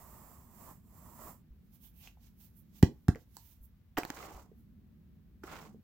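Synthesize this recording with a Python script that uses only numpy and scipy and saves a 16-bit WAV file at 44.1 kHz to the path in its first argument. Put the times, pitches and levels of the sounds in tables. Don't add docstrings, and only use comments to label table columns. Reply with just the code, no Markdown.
import sys
import numpy as np
from scipy import signal
from scipy.fft import rfft, irfft, next_fast_len
from scipy.io import wavfile

SR = 44100
rng = np.random.default_rng(int(sys.argv[2]) if len(sys.argv) > 2 else 0)


def dump_mix(stems):
    frames = np.atleast_2d(stems).T
    limited = np.clip(frames, -1, 1)
    pcm = np.round(limited * 32767).astype(np.int16)
    wavfile.write(sys.argv[1], SR, pcm)


N = 257103
TIME = np.arange(N) / SR
SIZE = next_fast_len(N + SR // 2, real=True) // 2 * 2
FREQS = np.maximum(np.arange(SIZE // 2 + 1) * SR / SIZE, 1)

# pitch_hz, level_db
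ROOM_TONE_SPECTRUM = [(15, -49.5), (25, -25.5), (33, -15), (43, -3.5), (59, 1), (97, -5.5), (150, -12.5),
                      (225, -16), (330, -30.5), (500, -34.5), (700, -38), (1760, -40), (4000, -45.5),
                      (9000, -55), (15000, -42.5)]
# pitch_hz, level_db
DRONE_SPECTRUM = [(60, -26), (110, -11), (160, 1.5), (225, 0.5), (270, -11), (340, -15), (600, -35),
                  (2000, -61.5)]
# time_s, level_db
DRONE_LEVEL = [(0, -62.5), (1.1, -61), (2.2, -66.5), (2.7, -61), (3.85, -73), (4.6, -59.5), (5.4, -61),
               (5.8, -55)]
RUMBLE_DB = -61
# band_hz, level_db, t60_s
ROOM_ECHOES = [(90, -20.5, .25), (250, -16.5, 0.16), (700, -6.5, 0.21), (1970, -7, 0.13), (5500, -2, 0.17),
               (14000, -9, 0.15)]
# pitch_hz, level_db
SHADE = [(60, -.5), (200, -2), (700, -3), (1300, -3), (2400, -3.5), (4400, -5.5), (8100, -8), (15000, -20)]
# pitch_hz, likeness_0_to_1
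LIKENESS = [(60, 0.98), (250, 0.7), (600, 0.8), (1500, 0.4), (3000, 0.02), (6000, 0), (15000, .25)]
CUTOFF_HZ = 16200

# start_s, level_db
NUDGES = [(1.504, -43), (3.605, -44.5), (4.345, -43.5)]

# start_s, length_s, skin_hiss_db, grip_rub_db
SLIDES = [(1.743, .018, -67, -75.5), (1.843, .022, -60, -72), (1.985, .08, -65.5, -78),
          (2.04, .035, -72, -64.5), (2.232, .04, -72, -74), (2.415, .04, -64, -73.5),
          (2.572, .025, -67, -86), (2.762, 0.03, -66, -71), (3.19, .03, -76, -76.5),
          (3.36, .16, -67.5, -76), (3.638, .015, -67, -98), (4.585, 0.026, -79.5, -92)]
# pitch_hz, level_db
SKIN_SPECTRUM = [(3000, -34), (6000, -21.5), (9500, -15), (12000, -6), (14000, -3), (16000, -6)]
# pitch_hz, level_db
GRIP_SPECTRUM = [(400, -14.5), (800, -1.5), (1300, -10), (1900, -7.5), (2400, -5), (3100, -2.5),
                 (4600, -3.5), (6200, -1.5), (8000, -8), (11000, -27)]
# start_s, length_s, pitch_hz, level_db
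SQUEAKS = [(1.845, .02, 3250, -75), (2.01, .06, 2700, -72)]
TURNING_FROM_S, TURNING_TO_S = 1.68, 3.62
TURNING_HISS_DB, TURNING_RUB_DB = -85, -91
SLIDE_ATTACK_DB_PER_S, SLIDE_RELEASE_DB_PER_S = 330, 290
SLIDE_ORDINARY_S, SLIDE_STEEPENS = .04, .35

# time_s, speed_db
WOOL_PULL = [(0.0, 0.5), (0.06, 0.5), (0.32, -0.5), (0.49, -7.5), (0.62, 3), (0.71, 3), (0.82, -18),
             (0.98, -2), (1.16, 0), (1.23, 6.5), (1.3, 6.5), (1.42, -21)]
# pitch_hz, level_db
MURMUR_SPECTRUM = [(250, -3), (480, -11), (620, -4), (800, -7.5), (960, -1), (1100, -2), (1300, -8.5),
                   (1550, -19), (1900, -15), (2200, -24.5), (3500, -32), (6000, -31)]
# pitch_hz, level_db
FIBRE_SPECTRUM = [(2000, -10), (3800, -17), (5000, -11.5), (6400, -8), (7600, -1), (8800, -8.5),
                  (10500, -7), (13000, -2), (15500, 2.5), (17000, -38)]
MURMUR_DB, MURMUR_FOLLOWS, FIBRE_DB = -61, 1.27, -63

# start_s, edge_crack_db, thump_db, thump_delay_s, push_width_s
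KNOCKS = [(2.8274, -10.5, 0.5, .0059, 0.00075), (3.0833, -19.5, -5.5, .0066, 0.0009)]
# pitch_hz, level_db, t60_s
TABLE_MODES = [(73, -24, 0.13), (127, -29.5, 0.062), (210, -34.5, 0.089), (245, -34.5, .12),
               (350, -29.5, .09), (420, -27, .14), (620, -46.5, .1)]
# pitch_hz, level_db
CRACK_SPECTRUM = [(150, 1.5), (350, 0), (550, -5.5), (680, 0.5), (850, 4.5), (1100, -7), (1400, -0.5),
                  (1850, 1), (2450, -13), (3050, -13.5), (3800, -14), (5000, -11.5), (7000, -15),
                  (10000, -22.5), (15000, -17.5)]

# start_s, wood_db, wire_tick_db, note_hz, note_db
TOUCHES = [(2.0742, -47.5, -44, 2650, -41.5), (2.172, -77, -72, 810, -57), (2.8295, -46, -29, 3130, -28),
           (3.0833, -26, -34, 1330, -34), (3.1488, -58, -49, 2000, -42), (3.1576, -40, -47, 480, -36.5),
           (3.3682, -49, -29, 903, -44), (4.0338, -28, -36, 2340, -31), (4.051, -28, -30, 4160, -38),
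           (4.1025, -21.5, -25, 300, -34), (4.2044, -53, -53, 1220, -39), (4.516, -70, -89, 415, -47),
           (5.4355, -58, -58, 1410, -40), (5.4385, -41, -44, 350, -35.5), (5.479, -54, -58, 1300, -39),
           (5.556, -45, -49, 1450, -42), (5.745, -91, -89, 430, -47)]
# pitch_hz, level_db, t60_s
PADDLE_MODES = [(336, -0.5, 0.042), (427, -6.5, .07), (610, -9, 0.04), (719, -4, 0.061), (830, -9, 0.031),
                (1036, -11, 0.065), (1160, -8.5, 0.075), (1280, -16, .04), (1614, -12, 0.074),
                (1990, -3, .05), (2330, -9.5, 0.031), (2652, -6, 0.033), (3120, -8.5, 0.036),
                (3700, -22, .025), (4130, -20.5, .03), (5350, -22.5, 0.016)]
# pitch_hz, level_db
TICK_SPECTRUM = [(800, 2), (2500, -13), (5000, -5.5), (7500, -4.5), (9500, -12.5), (12500, -5.5),
                 (15500, -2.5), (17500, -4.5)]
# share_of_run_0_to_1, wood_db, wire_tick_db, note_db
CLACK = [(0, -33, -44, -30), (.5, -22.5, -27, -23.5), (1, -23, -20.5, -27)]
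CLACK_S, CONTACT_GAP_S, CONTACT_SCATTER = 3.9703, .0029, .3
CLACK_FIRST_HZ, CLACK_LAST_HZ = 2800, 350
PRESSED_FROM_S, PRESSED_TO_S = 4.025, 4.5

# teeth_meet_s, hardest_pull_s, teeth_part_s, board_rasp_db, tooth_grit_db, wire_hiss_db, rasp_peak_lag_s
STROKES = [(4.004, 4.2, 4.415, -51.5, -53, -59, .04), (5.437, 5.525, 5.668, -54.5, -51.5, -62.5, 0)]
# pitch_hz, level_db
RASP_SPECTRUM = [(120, -16), (200, -7), (400, 5.5), (520, -1), (730, 2), (1000, 1), (1250, -2),
                 (1600, -17.5), (3000, -23), (8000, -51)]
# pitch_hz, level_db
GRIT_SPECTRUM = [(700, -6), (1150, -3), (1400, -2), (1700, -6), (2000, -5), (2500, -7.5), (3300, -12),
                 (4500, -16), (7000, -22.5), (12000, -34)]
# pitch_hz, level_db
WIRE_SPECTRUM = [(2000, -22), (4500, 3.5), (7300, 7.5), (9500, -3.5), (12000, 1), (15500, 4.5), (17000, -7)]
LIGHT_DB, SWELL_DB_PER_S, EASE_DB_PER_S = -7.5, 100, 61
MEET_DB_PER_S, PART_DB_PER_S = 2500, 230
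RASP_FOLLOWS, GRIT_FOLLOWS, WIRE_FOLLOWS = .8, 1.3, .8
CATCHES_PER_S, CATCH_DB, CATCH_CYCLES = 45, 10, 20
CATCH_LOW_HZ, CATCH_HIGH_HZ = 1000, 2000


def from_db(db):
    return 10 ** (np.asarray(db) / 20)


def rms_one(x):
    return x / np.sqrt(np.mean(x.mean(0) ** 2) + 1e-20)


def gains(rows):
    s, *columns = np.transpose(rows)
    inside = np.interp(TIME, [s[0] - .01, s[0], s[-1], s[-1] + .01], [0, 1, 1, 0])
    return [inside * from_db(np.interp(TIME, s, column)) for column in columns]


def at_hz(points):
    hz, value = np.transpose(points)
    return np.interp(np.log(FREQS), np.log(hz), value)


def colour(x, spectrum):
    cepstrum = irfft(np.log(from_db(at_hz(spectrum))))
    cepstrum[1:SIZE // 2] *= 2
    cepstrum[SIZE // 2 + 1:] = 0
    response = np.exp(rfft(cepstrum))
    return irfft(rfft(x, SIZE) * response)[..., :N]


def cut(x, hz, kind, order=2):
    sos = signal.butter(order, min(hz, .45 * SR), kind, fs=SR, output="sos")
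    return signal.sosfilt(sos, x + 1e-18)


def ring(x, modes):
    out = 0
    for k, (hz, db, t60) in enumerate(modes):
        r = from_db(-60 / (t60 * SR))
        w = 2 * np.pi * hz / SR
        mode = signal.lfilter([0, np.sin(w)], [1, -2 * r * np.cos(w), r * r], x + 1e-18)
        out = out + (-1) ** k * from_db(db) * mode
    return out


def add(out, s, sound):
    i = int(s * SR)
    out[..., i:i + sound.shape[-1]] += sound[..., :N - i]


def spread(pair):
    alike = np.clip(at_hz(LIKENESS), 0, .999)
    mid, side = rfft(pair, SIZE)
    centre = np.sqrt(1 + alike) * mid
    sideways = np.sqrt(1 - alike) * side
    return irfft(centre + sideways * [[1], [-1]])[:, :N]


def shade(x):
    ratio = from_db(at_hz(SHADE))
    left_right = np.array([ratio, np.ones_like(ratio)]) * 2 / (1 + ratio)
    return irfft(rfft(x, SIZE) * left_right)[:, :N]


def drift(rate):
    steps = rng.standard_normal(N // 20)
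    return np.interp(TIME * rate, np.arange(len(steps)), steps)


def friction(spectrum, per_s, size_db, clump_db, clump_rate):
    sizes = from_db(size_db * np.minimum(rng.exponential(1, (2, N)), 4)) * rng.choice([-1, 1], (2, N))
    happens = rng.random((2, N)) < per_s / SR
    slips = sizes * happens * from_db(clump_db * drift(clump_rate))
    return rms_one(shade(spread(colour(slips, spectrum))))


def burst(t60, rattle):
    t = TIME[:SR // 10]
    tail = rng.standard_normal((2, len(t))) * from_db(-60 * t / t60)
    out = rattle * tail / np.linalg.norm(tail, axis=1, keepdims=True)
    out[0, 0] = 1
    return out / np.linalg.norm(out, axis=1, keepdims=True)


def bell(s, width):
    return np.exp(-.5 * ((TIME - s) / width) ** 2)


def plateau(start, end, attack_db_per_s, release_db_per_s):
    rise = -attack_db_per_s * np.maximum(start - TIME, 0)
    return rise - release_db_per_s * np.maximum(TIME - end, 0)


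def room_tone():
    rumble, drone = (rms_one(spread(colour(rng.standard_normal((2, N)), spectrum)))
                     for spectrum in (ROOM_TONE_SPECTRUM, DRONE_SPECTRUM))
    drone_level, = gains(DRONE_LEVEL)
    return from_db(RUMBLE_DB) * rumble + from_db(-1.5) * drone_level * shade(drone)


def room(x):
    t = TIME[:SR // 2]
    onset = np.clip((t - .003) / 0.0035, 0, 1)
    hz = np.array(ROOM_ECHOES)[:, 0]
    edges = [20, *np.sqrt(hz[1:] * hz[:-1]), 19000]
    echoes = 0
    for (_, db, t60), low, high in zip(ROOM_ECHOES, edges, edges[1:]):
        tail = rng.standard_normal((2, len(t))) * from_db(-60 * t / t60) * onset
        tail /= np.linalg.norm(tail, axis=1, keepdims=True)
        echoes = echoes + from_db(db) * cut(cut(tail, low, "high"), high, "low")
    return spread(signal.fftconvolve(x[None], echoes, axes=1)[:, :N]) / np.sqrt(2)


def nudges(hz, t60):
    clicks = np.zeros(N)
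    for s, db in NUDGES:
        clicks[int(s * SR)] = from_db(db)
    return cut(ring(clicks, [(hz, 0, t60)]), hz=150, kind="low")


def slide(s, length, db):
    quickness = (SLIDE_ORDINARY_S / max(length, .005)) ** SLIDE_STEEPENS
    shape_db = plateau(s, s + length, SLIDE_ATTACK_DB_PER_S, SLIDE_RELEASE_DB_PER_S)
    return from_db(db + quickness * shape_db)


def hands():
    turning = (TURNING_FROM_S, TURNING_TO_S - TURNING_FROM_S, TURNING_HISS_DB, TURNING_RUB_DB)
    slides = [*SLIDES, turning]
    hiss = np.max([slide(s, length, db) for s, length, db, _ in slides], axis=0)
    rub = np.max([slide(s, length, db) for s, length, _, db in slides], axis=0)
    skin = friction(SKIN_SPECTRUM, per_s=70000, size_db=4.0, clump_db=1.5, clump_rate=60)
    grip = friction(GRIP_SPECTRUM, per_s=12000, size_db=2.5, clump_db=1.8, clump_rate=81)
    return from_db(3.0) * hiss * skin + rub * grip


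def squeaks(t60):
    slips = rng.standard_normal((2, N))
    out = 0
    for s, length, hz, db in SQUEAKS:
        squeak = rms_one(ring(cut(slips, hz, "high"), [(hz, 0, t60)]))
        out = out + slide(s, length, db) * squeak
    return shade(out)


def wool():
    speed, = gains(WOOL_PULL)
    murmur = friction(MURMUR_SPECTRUM, per_s=5000, size_db=2.0, clump_db=1.05, clump_rate=29)
    hiss = friction(FIBRE_SPECTRUM, per_s=25000, size_db=3.5, clump_db=.5, clump_rate=62)
    return from_db(MURMUR_DB) * speed ** MURMUR_FOLLOWS * murmur + from_db(FIBRE_DB) * speed * hiss


def knocks():
    edge = np.zeros((2, N))
    push, recoil = np.zeros((2, N))
    for s, crack_db, thump_db, delay, width in KNOCKS:
        add(edge, s, from_db(crack_db) * burst(t60=0.019, rattle=3.2))
        push += from_db(thump_db) * bell(s + delay, width)
        give = bell(s + .0043, .0045) * np.clip((TIME - s) / .002, 0, 1)
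        recoil += from_db(thump_db - 12) * give
    crack = from_db(13) * colour(edge, CRACK_SPECTRUM)
    held_paddle = from_db(-27) * ring(edge, PADDLE_MODES)
    thump = cut(push - recoil, hz=36, kind="high", order=3)
    return spread(crack + held_paddle) + thump - from_db(-36) * ring(push, TABLE_MODES)


def freedom(pressed_db):
    pressed = (TIME > PRESSED_FROM_S) & (TIME < PRESSED_TO_S)
    return np.where(pressed, from_db(pressed_db), 1)


def clack(count):
    share, *levels = np.transpose(CLACK)
    run = np.linspace(0, 1, count)
    wood_db, wire_db, note_db = (np.interp(run, share, level) for level in levels)
    note_hz = np.geomspace(CLACK_FIRST_HZ, CLACK_LAST_HZ, count)
    scatter = CONTACT_SCATTER * rng.uniform(-1, 1, count)
    s = CLACK_S + CONTACT_GAP_S * (np.arange(count) + scatter)
    return np.transpose([s, wood_db, wire_db, note_hz, note_db])


def touches(free):
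    wood, wire = np.zeros((2, 2, N))
    note = np.zeros(N)
    t = TIME[:SR // 8]
    for s, wood_db, wire_db, note_hz, note_db in [*TOUCHES, *clack(count=6)]:
        add(wood, s, from_db(wood_db) * burst(t60=0.0083, rattle=0.32))
        add(wire, s, from_db(wire_db) * burst(t60=0.0088, rattle=7.8))
        t60 = 0.013 * (1000 / note_hz) ** 0.75
        swell = 1 - np.exp(-2 * note_hz * t)
        tone = swell * np.sin(2 * np.pi * note_hz * t) * from_db(-60 * t / t60)
        add(note, s, from_db(note_db) * tone)
    wood = cut(wood, hz=4000, kind="low", order=1)
    paddle = from_db(-17.5) * ring(free * wood, PADDLE_MODES)
    crack = from_db(18.0) * colour(wood, CRACK_SPECTRUM)
    tick = from_db(8) * colour(wire, TICK_SPECTRUM)
    return from_db(3.5) * note + spread(paddle + crack + tick)


def force(meet, hardest, part):
    pull_db = plateau(hardest, hardest, SWELL_DB_PER_S, EASE_DB_PER_S)
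    pull_db = np.where(TIME < hardest, np.maximum(pull_db, LIGHT_DB), pull_db)
    return from_db(pull_db + plateau(meet, part, MEET_DB_PER_S, PART_DB_PER_S))


def catches(grit, count):
    happens = rng.random(N) < CATCHES_PER_S / SR
    clicks = from_db(CATCH_DB) * grit * happens * rng.uniform(.5, 1, N)
    dealt = rng.integers(0, count, N)
    pitches = np.geomspace(CATCH_LOW_HZ, CATCH_HIGH_HZ, count)
    pings = [ring(clicks * (dealt == k), [(hz, 0, CATCH_CYCLES / hz)]) for k, hz in enumerate(pitches)]
    return shade(sum(pings))


def raking():
    rasp = grit = hiss = 0
    for meet, hardest, part, rasp_db, grit_db, wire_db, lag in STROKES:
        pull = force(meet, hardest, part)
        rasp = rasp + from_db(rasp_db) * force(meet, hardest + lag, part) ** RASP_FOLLOWS
        grit = grit + from_db(grit_db) * pull ** GRIT_FOLLOWS
        hiss = hiss + from_db(wire_db) * pull ** WIRE_FOLLOWS
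    boards = rasp * friction(RASP_SPECTRUM, per_s=1400, size_db=2.5, clump_db=2.2, clump_rate=80)
    teeth = grit * friction(GRIT_SPECTRUM, per_s=1100, size_db=2.5, clump_db=2.2, clump_rate=130)
    wires = hiss * friction(WIRE_SPECTRUM, per_s=16000, size_db=4.0, clump_db=2.5, clump_rate=130)
    snags = boards + teeth
    ringing = from_db(-47.5) * ring(snags, PADDLE_MODES)
    return snags + ringing + catches(grit, count=9) + wires


def scene():
    free = freedom(pressed_db=-8.0)
    blows = touches(free) + knocks()
    echoes = room(free * blows.mean(0))
    background = room_tone() + nudges(hz=54.8, t60=0.17)
    rubbing = hands() + squeaks(t60=.005) + wool() + raking()
    return background + rubbing + shade(blows + echoes)


def record(dry):
    sos = signal.ellip(10, .1, 80, CUTOFF_HZ, fs=SR, output="sos")
    return signal.sosfilt(sos, dry)


dry = scene()
out = record(dry)
dump_mix(out)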